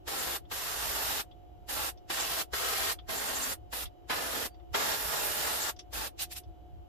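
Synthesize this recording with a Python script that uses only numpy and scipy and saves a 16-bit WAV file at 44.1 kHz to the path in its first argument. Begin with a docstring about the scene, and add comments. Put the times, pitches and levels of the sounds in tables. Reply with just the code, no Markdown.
"""An airbrush sprays a small hand-held lure in a workshop, over a fan's steady whine and rumble.
At each press of the trigger a valve opens and stored air spits out; the turbulent jet then fizzes,
hisses and roars against the lure, whistling where an edge crosses it. After most bursts the trigger
ticks as it springs back, and now and then there is a soft low bump. At 4.5 s the valve squeaks;
the longest stroke follows, then four quick puffs, and from about 6.5 s the fan is left alone."""
import sys
import numpy as np
from scipy import signal
from scipy.fft import rfft, irfft, next_fast_len
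from scipy.io import wavfile
from scipy.ndimage import uniform_filter1d, map_coordinates

SR = 44100
rng = np.random.default_rng(int(sys.argv[2]) if len(sys.argv) > 2 else 0)


def put_to_file(sound):
    """Save the sound as 16-bit audio at rate SR, in the file named by the first command-line argument."""
    columns = np.atleast_2d(sound).T  # one column per channel
    safe = np.clip(columns, -1, 1)
    whole_steps = np.round(safe * 32767)
    wavfile.write(sys.argv[1], SR, whole_steps.astype(np.int16))


N = 303408
TIME = np.arange(N) / SR

# Noise spectra of the jet's three parts: frequency_hz, relative_density_db
FIZZ_SPECTRUM = [(6500, -34), (8000, -2.5), (9500, -2), (11500, 0), (13500, 2), (14500, 0), (16000, -5.5)]
HISS_SPECTRUM = [(1300, -13.5), (2200, -4), (2900, 0), (3500, -0.5), (4500, -1.5), (5500, -2), (6200, -4.5),
                 (7400, -3), (8300, -13), (10000, -42)]
ROAR_SPECTRUM = [(82, -39.5), (140, -12.5), (183, -17), (267, -5), (325, -9.5), (446, -1), (598, -4),
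                 (657, -0.5), (713, -4), (783, -0.5), (978, -4), (1330, -2), (1860, -4.5), (2300, -12),
                 (2990, -31.5), (5060, -120)]


def jet(spurt_s=6.226, spurt_db=9.5, roar_db_per_impact_db=1.36, crossover_hz=600):
    """Turbulence radiates broadband noise: fizz at the nozzle, hiss in the spray, a roar on the lure."""
    fizz_gain, hiss_gain, roar_gain, low_gain = strokes()
    impact_db = incidence() + .5 * wobble(16)  # the hand is never quite still
    fizz_db = spurt_db * swell(spurt_s, 0.0097) + 0.51 * wobble(20)  # the nozzle clears in one spurt
    fizz = fizz_gain * amp(fizz_db) * swirled(noise(FIZZ_SPECTRUM), depth_db=2.5)
    hiss = hiss_gain * amp(impact_db) * swirled(noise(HISS_SPECTRUM), depth_db=0.98)
    roar_db = roar_db_per_impact_db * impact_db + 0.81 * wobble(60)
    roar = amp(roar_db) * swirled(noise(ROAR_SPECTRUM), depth_db=1.0)
    low = filtered(roar, lambda hz: 1 / (1 + (hz / crossover_hz) ** 4))
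    flutter = amp(0.65 * wobble(170))  # the paint breaks up unevenly
    return flutter * (fizz + hiss + edge_tone(hiss_gain) + roar_gain * (roar - low) + low_gain * low)


# Trigger presses; the lure faces the jet at facing_fraction of the stroke:
# open_s, shut_s, spit_db, spit_t60_s, fizz_db, hiss_db, roar_db, low_roar_boost_db, facing_fraction
PRESSES = [(0.078, 0.365, -39.5, 0.05, -40, -39.3, -39.5, 2.5, 0.43),
           (0.516, 1.21, -36.5, 0.079, -39.5, -39.5, -40.5, -2.5, 0.5),
           (1.692, 1.893, -58, .04, -38.5, -39, -39.5, 0, 0.61),
           (2.103, 2.418, -32.5, 0.086, -39, -38, -39.5, -1.5, 0.59),
           (2.536, 2.923, -31, 0.039, -38.5, -37.5, -37.5, -4.5, 0.49),
           (3.094, 3.531, -38.5, 0.045, -40, -40.5, -39, 1.5, 0.24),
           (3.73, 3.837, -37.5, 0.13, -38.5, -41.5, -44.5, 0, 0.46),
           (4.1, 4.462, -29, 0.4, -40.5, -40.5, -39.5, 3, .45),
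           (4.747, 5.698, -24.5, 0.065, -38.5, -38.5, -38, 0, 0.48),
           (5.934, 6.071, -52, 0.065, -41.5, -40.7, -43, 3, 0.63),
           (6.195, 6.235, -54, .06, -40.5, -36.5, -49, -5, 0.66),
           (6.315, 6.329, -62, .06, -42, -43.5, -61, -1, .5),
           (6.363, 6.382, -73, .06, -42.5, -43.5, -57, 2, 0.4)]


def strokes(draw_s=0.54, draw_db_per_s=6.5, ease_db_per_s=4, paint_lag_s=.004):
    """Jet noise grows with flow: gains of fizz, hiss, roar and low roar as the trigger is worked."""
    gains = np.zeros((4, N))
    for start, end, _, _, fizz_db, hiss_db, roar_db, low_boost_db, facing in PRESSES:
        age = np.clip(TIME - start, 0, end - start)
        draw = amp(draw_db_per_s * np.minimum(age, draw_s) - ease_db_per_s * np.maximum(age - draw_s, 0))
        off_face = (2 * (age / (end - start) - facing)) ** 2  # 1 at half a stroke from the lure's face
        air = draw * valve(start, end)
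        fizz = draw * valve(start + paint_lag_s, end + paint_lag_s) * amp(fizz_db)
        hiss = air * amp(hiss_db - 1.07 * off_face)
        roar = air * amp(roar_db - 2.5 * off_face)
        gains += [fizz, hiss, roar, roar * amp(low_boost_db)]
    return gains


def valve(start, end, open_db_per_s=1250, shut_db_per_s=861):
    """Throttling: the flow (0-1) builds exponentially and bleeds away a little more slowly."""
    closed_db = np.maximum((start - TIME) * open_db_per_s, (TIME - end) * shut_db_per_s)
    return amp(-np.clip(closed_db, 0, 120))


# The lure turning under the jet, one list for each of two strokes: time_s, impact_db
LURE_TURNS = [
    [(2.12, -39), (2.154, -40), (2.204, -38), (2.292, -43), (2.318, -40), (2.358, -42.5), (2.406, -40),
     (2.42, -41)],
    [(4.78, -33.5), (4.946, -36), (4.964, -40.5), (5.118, -40), (5.146, -38), (5.35, -41), (5.498, -37),
     (5.552, -40), (5.69, -37)],
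]


def incidence():
    """A jet is louder the more squarely it strikes: the swing in dB about each turn's mean."""
    swing_db = np.zeros(N)
    for turn in LURE_TURNS:
        time_s, impact_db = np.transpose(turn)
        during = (TIME > time_s[0] - .05) & (TIME < time_s[-1] + .05)
        swing_db += during * np.interp(TIME, time_s, impact_db - impact_db.mean())
    return swing_db


def swirled(x, depth_db):
    """Spectral modulation: patches of gain shift as the jet meets changing faces of the lure."""
    spectra = signal.stft(x, nperseg=512)[2]
    patches = uniform_filter1d(rng.standard_normal(spectra.shape), size=5, axis=1)  # across frequency
    patches = uniform_filter1d(patches, size=22, axis=2)  # across time
    return unit(signal.istft(spectra * amp(depth_db * unit(patches)), nperseg=512)[1][:, :N])


# Edges of the lure crossing the jet: time_s, level_db
CROSSINGS = [(0.202, -41), (2.213, -38), (3.181, -38.5), (3.28, -40.5), (3.365, -38), (3.437, -35.5),
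             (3.511, -42), (5.628, -35.5)]
# Their band of noise: frequency_hz, relative_density_db
EDGE_SPECTRUM = [(5000, -20.5), (6200, -9.5), (6900, -3.5), (7600, -2), (8100, -13.5), (9000, -23)]


def edge_tone(hiss_gain):
    """A jet split by an edge whistles breathily; faint stray whistles come and go with the spray."""
    crossings = sum(amp(level_db) * swell(time_s, 0.014) for time_s, level_db in CROSSINGS)
    stray = hiss_gain * amp(-17 + 4 * wobble(14))
    return (crossings + stray) * swirled(noise(EDGE_SPECTRUM), depth_db=-1.0)


def spits(rise_s=0.0046):
    """Pressure release: air stored in the hose leaves as a dull, decaying puff at each press."""
    envelope = np.zeros(N)
    for start, _, level_db, t60_s, *_ in PRESSES:
        age = TIME - start
        attack = np.clip(1 + age / rise_s, 0, 1)
        envelope += attack * amp(level_db - 60 * np.maximum(age - rise_s, 0) / t60_s)
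    return envelope * noise([(30, -30), (120, 1.5), (400, 11.5), (1400, 13.5), (3500, 6), (5500, 0),
                             (7000, -30), (12000, -35)])


# The trigger springing back: time_s, relative_level_db, brightness_hz
TRIGGER_RETURNS = [(0.4496, -54, 2770), (1.312, -48.5, 2900), (1.9734, -53, 3210), (2.9867, -39, 2600),
                   (3.8545, -34.5, 3450), (4.5424, -56, 2710), (4.597, -57, 2190), (5.763, -47.5, 5780),
                   (5.79, -32.5, 4960), (6.434, -54.5, 3350)]
# Resonances of the metal body: centre_hz, bandwidth_hz, relative_level_db
BODY_MODES = [(1180, 620, -10), (2030, 320, -8), (2740, 230, -13), (3410, 580, 0.5), (4800, 490, -3.5),
              (5620, 990, -2.5), (7200, 800, -14), (11100, 2700, -6)]


def ticks(rise_s=0.0059, t60_s=0.069):
    """Modal resonance: the trigger scrapes to its stop and rings the body; soft contact is duller."""
    out = np.zeros((2, N))
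    t = np.arange(SR // 4) / SR
    hz = np.fft.rfftfreq(len(t), 1 / SR)
    envelope = np.minimum(t / rise_s, 1) ** 2 * amp(-60 * np.maximum(t - rise_s, 0) / t60_s)
    for time_s, level_db, brightness_hz in TRIGGER_RETURNS:
        grip = np.exp(rng.normal(0, 0.013))  # the fingers shift the resonances
        body = sum(amp(mode_db + rng.normal(0, 4.5)) / (1 + ((hz - grip * centre) / (width / 2)) ** 2)
                   for centre, width, mode_db in BODY_MODES)
        contact_lowpass = 1 / (1 + (hz / (1.7 * brightness_hz)) ** 6)
        friction = rfft(rng.standard_normal((2, len(t))))
        scrape = unit(irfft(friction * body * contact_lowpass, len(t)))
        onset = round((time_s - rise_s / 2) * SR)
        out[:, onset:onset + len(t)] += amp(level_db - 8) * envelope * scrape
    return out


def reflections(x, echo_db, max_delay_s=.009, count=7):
    """Comb filtering: the bench and moving hands return weak early copies, different at each ear."""
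    echoes = np.zeros((2, N))
    for ear in range(2):
        for delay_s in max_delay_s * rng.uniform(0.1197, 1, count):
            delayed = np.pad(x[ear], (round(delay_s * SR), 0))[:N]
            echoes[ear] += np.tanh(wobble(1.503)) * delayed
    return (x + amp(echo_db) * echoes / np.sqrt(count / 3)) / np.sqrt(1 + amp(echo_db) ** 2)


# The valve seating: time_s, pitch_hz, level_db
VALVE_SQUEAK = (4.53, 4630, -69)


def squeak():
    """Flow-induced tone: air whistles thinly past the valve seat, once."""
    time_s, pitch_hz, level_db = VALVE_SQUEAK
    return amp(level_db) * swell(time_s, 0.022) * np.sin(2 * np.pi * pitch_hz * TIME + .5 * wobble(120))


# Soft bumps close by: time_s, level_db
BUMPS = [(0.078, -44), (2.535, -46), (3.095, -48), (3.862, -42), (4.722, -38), (6.487, -39)]


def bumps():
    """A short pulse of low-frequency noise is heard as a dull thud with no ring."""
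    envelope = sum(amp(level_db) * swell(time_s, 0.015) for time_s, level_db in BUMPS)
    return envelope * noise([(20, -30), (60, 14), (110, -7), (200, -50), (600, -60)])


# Partials of the fan's whine: pitch_hz, level_db
FAN_PARTIALS = [(323.0, -67.5), (602.9, -78.5), (721.4, -58), (839.8, -82), (2815, -102), (2993, -83),
                (3408, -87), (3881, -86.5)]
# The whine's phase between the ears: time_s, apart_rad
INTERAURAL_PHASE = [(0.1, 3.6), (0.45, 1.7), (2.0, 1.4), (4.6, 1.73), (5.8, 0.45), (6.13, 4.1),
                    (6.26, 0.31), (6.7, 0.52), (6.76, 2.1)]
# Spectra of the rumble and the moving air: frequency_hz, relative_density_db
RUMBLE_SPECTRUM = [(15, -22), (30, -18), (45, -15), (54, -3), (62, -6), (72, -12), (100, -14), (130, -25.5),
                   (200, -27.5), (240, -43), (400, -71)]
DRAUGHT_SPECTRUM = [(200, -28), (270, -9.5), (345, 2), (400, -11), (600, -11), (680, -9.5), (850, -14.5),
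                    (1000, -23.5), (1250, -24), (1700, -31), (2600, -32), (3000, -26), (3600, -36.5),
                    (8000, -43)]
# A dip near 9 kHz in the recorder's faint background hiss: frequency_hz, gain_db
FLOOR_HISS_DIP = [(7800, 0), (8800, -22), (10200, -13), (11500, 3)]


def fan(rumble_db=-52.06, draught_db=-59.5):
    """Tonal plus broadband noise: a whine drifts in phase between the ears over rumble and moving air."""
    whine = np.zeros((2, N))
    for pitch_hz, level_db in FAN_PARTIALS:
        apart_rad = np.interp(TIME, *np.transpose(INTERAURAL_PHASE)) + 0.27 * wobble(2.4)
        phase = 2 * np.pi * (pitch_hz * TIME + rng.random()) + .2 * wobble(4.3)
        gain = amp(level_db + 0.5 + 0.68 * wobble(5))
        whine += gain * np.sin(phase + np.outer([.5, -.5], apart_rad))
    rumble = amp(rumble_db + 1.8 * wobble(9)) * noise(RUMBLE_SPECTRUM)
    draught_and_floor = amp(draught_db) * noise(DRAUGHT_SPECTRUM)
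    return whine + rumble + filtered(draught_and_floor, lambda hz: amp(along(FLOOR_HISS_DIP, hz)))


def amp(db):
    """Decibels to amplitude ratio."""
    return 10 ** (np.asarray(db) / 20)


def unit(x):
    """Normalisation to rms 1."""
    return x / np.sqrt(np.mean(x ** 2) + 1e-20)


def along(points, hz):
    """Interpolation of (frequency_hz, value) points on a log-frequency axis."""
    frequencies, values = np.transpose(points)
    return np.interp(np.log(hz + 1), np.log(frequencies + 1), values)


def swell(centre_s, width_s):
    """A Gaussian rise and fall."""
    return np.exp(-.5 * ((TIME - centre_s) / width_s) ** 2)


def wobble(knots_per_s):
    """Smooth random modulation: a spline through Gaussian knots."""
    return map_coordinates(rng.standard_normal(int(N * knots_per_s / SR) + 4), [TIME * knots_per_s])


def filtered(x, response):
    """Linear filtering: the spectrum of x times a frequency response."""
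    size = next_fast_len(N + 8192)
    return irfft(rfft(x, size) * response(np.fft.rfftfreq(size, 1 / SR)), size)[..., :N]


def noise(spectrum):
    """Coloured noise of rms 1, uncorrelated between the ears."""
    return unit(filtered(rng.standard_normal((2, N)), lambda hz: amp(along(spectrum, hz))))


def scene():
    """Superposition: the airbrush and its reflections close by, the fan behind."""
    return reflections(jet() + spits() + ticks(), echo_db=-6.5) + squeak() + bumps() + fan()


# Treble balance of the two microphone ports: frequency_hz, left_minus_right_db
PORT_BALANCE = [(5500, 0), (7300, 2.5), (8200, -1.5), (9200, -5), (10200, -6), (12000, -2.5), (14500, -4)]


def record(dry, band_limit_hz=14600):
    """Frequency response: the left port hears less top treble, and both cut off at the band limit."""
    def response(hz):
        balance = amp(np.outer([.5, -.5], along(PORT_BALANCE, hz)))
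        lowpass = amp(-np.clip((hz - band_limit_hz) / 10, 0, 120))
        return balance * lowpass
    return filtered(dry, response)


dry = scene()
out = record(dry)
put_to_file(out)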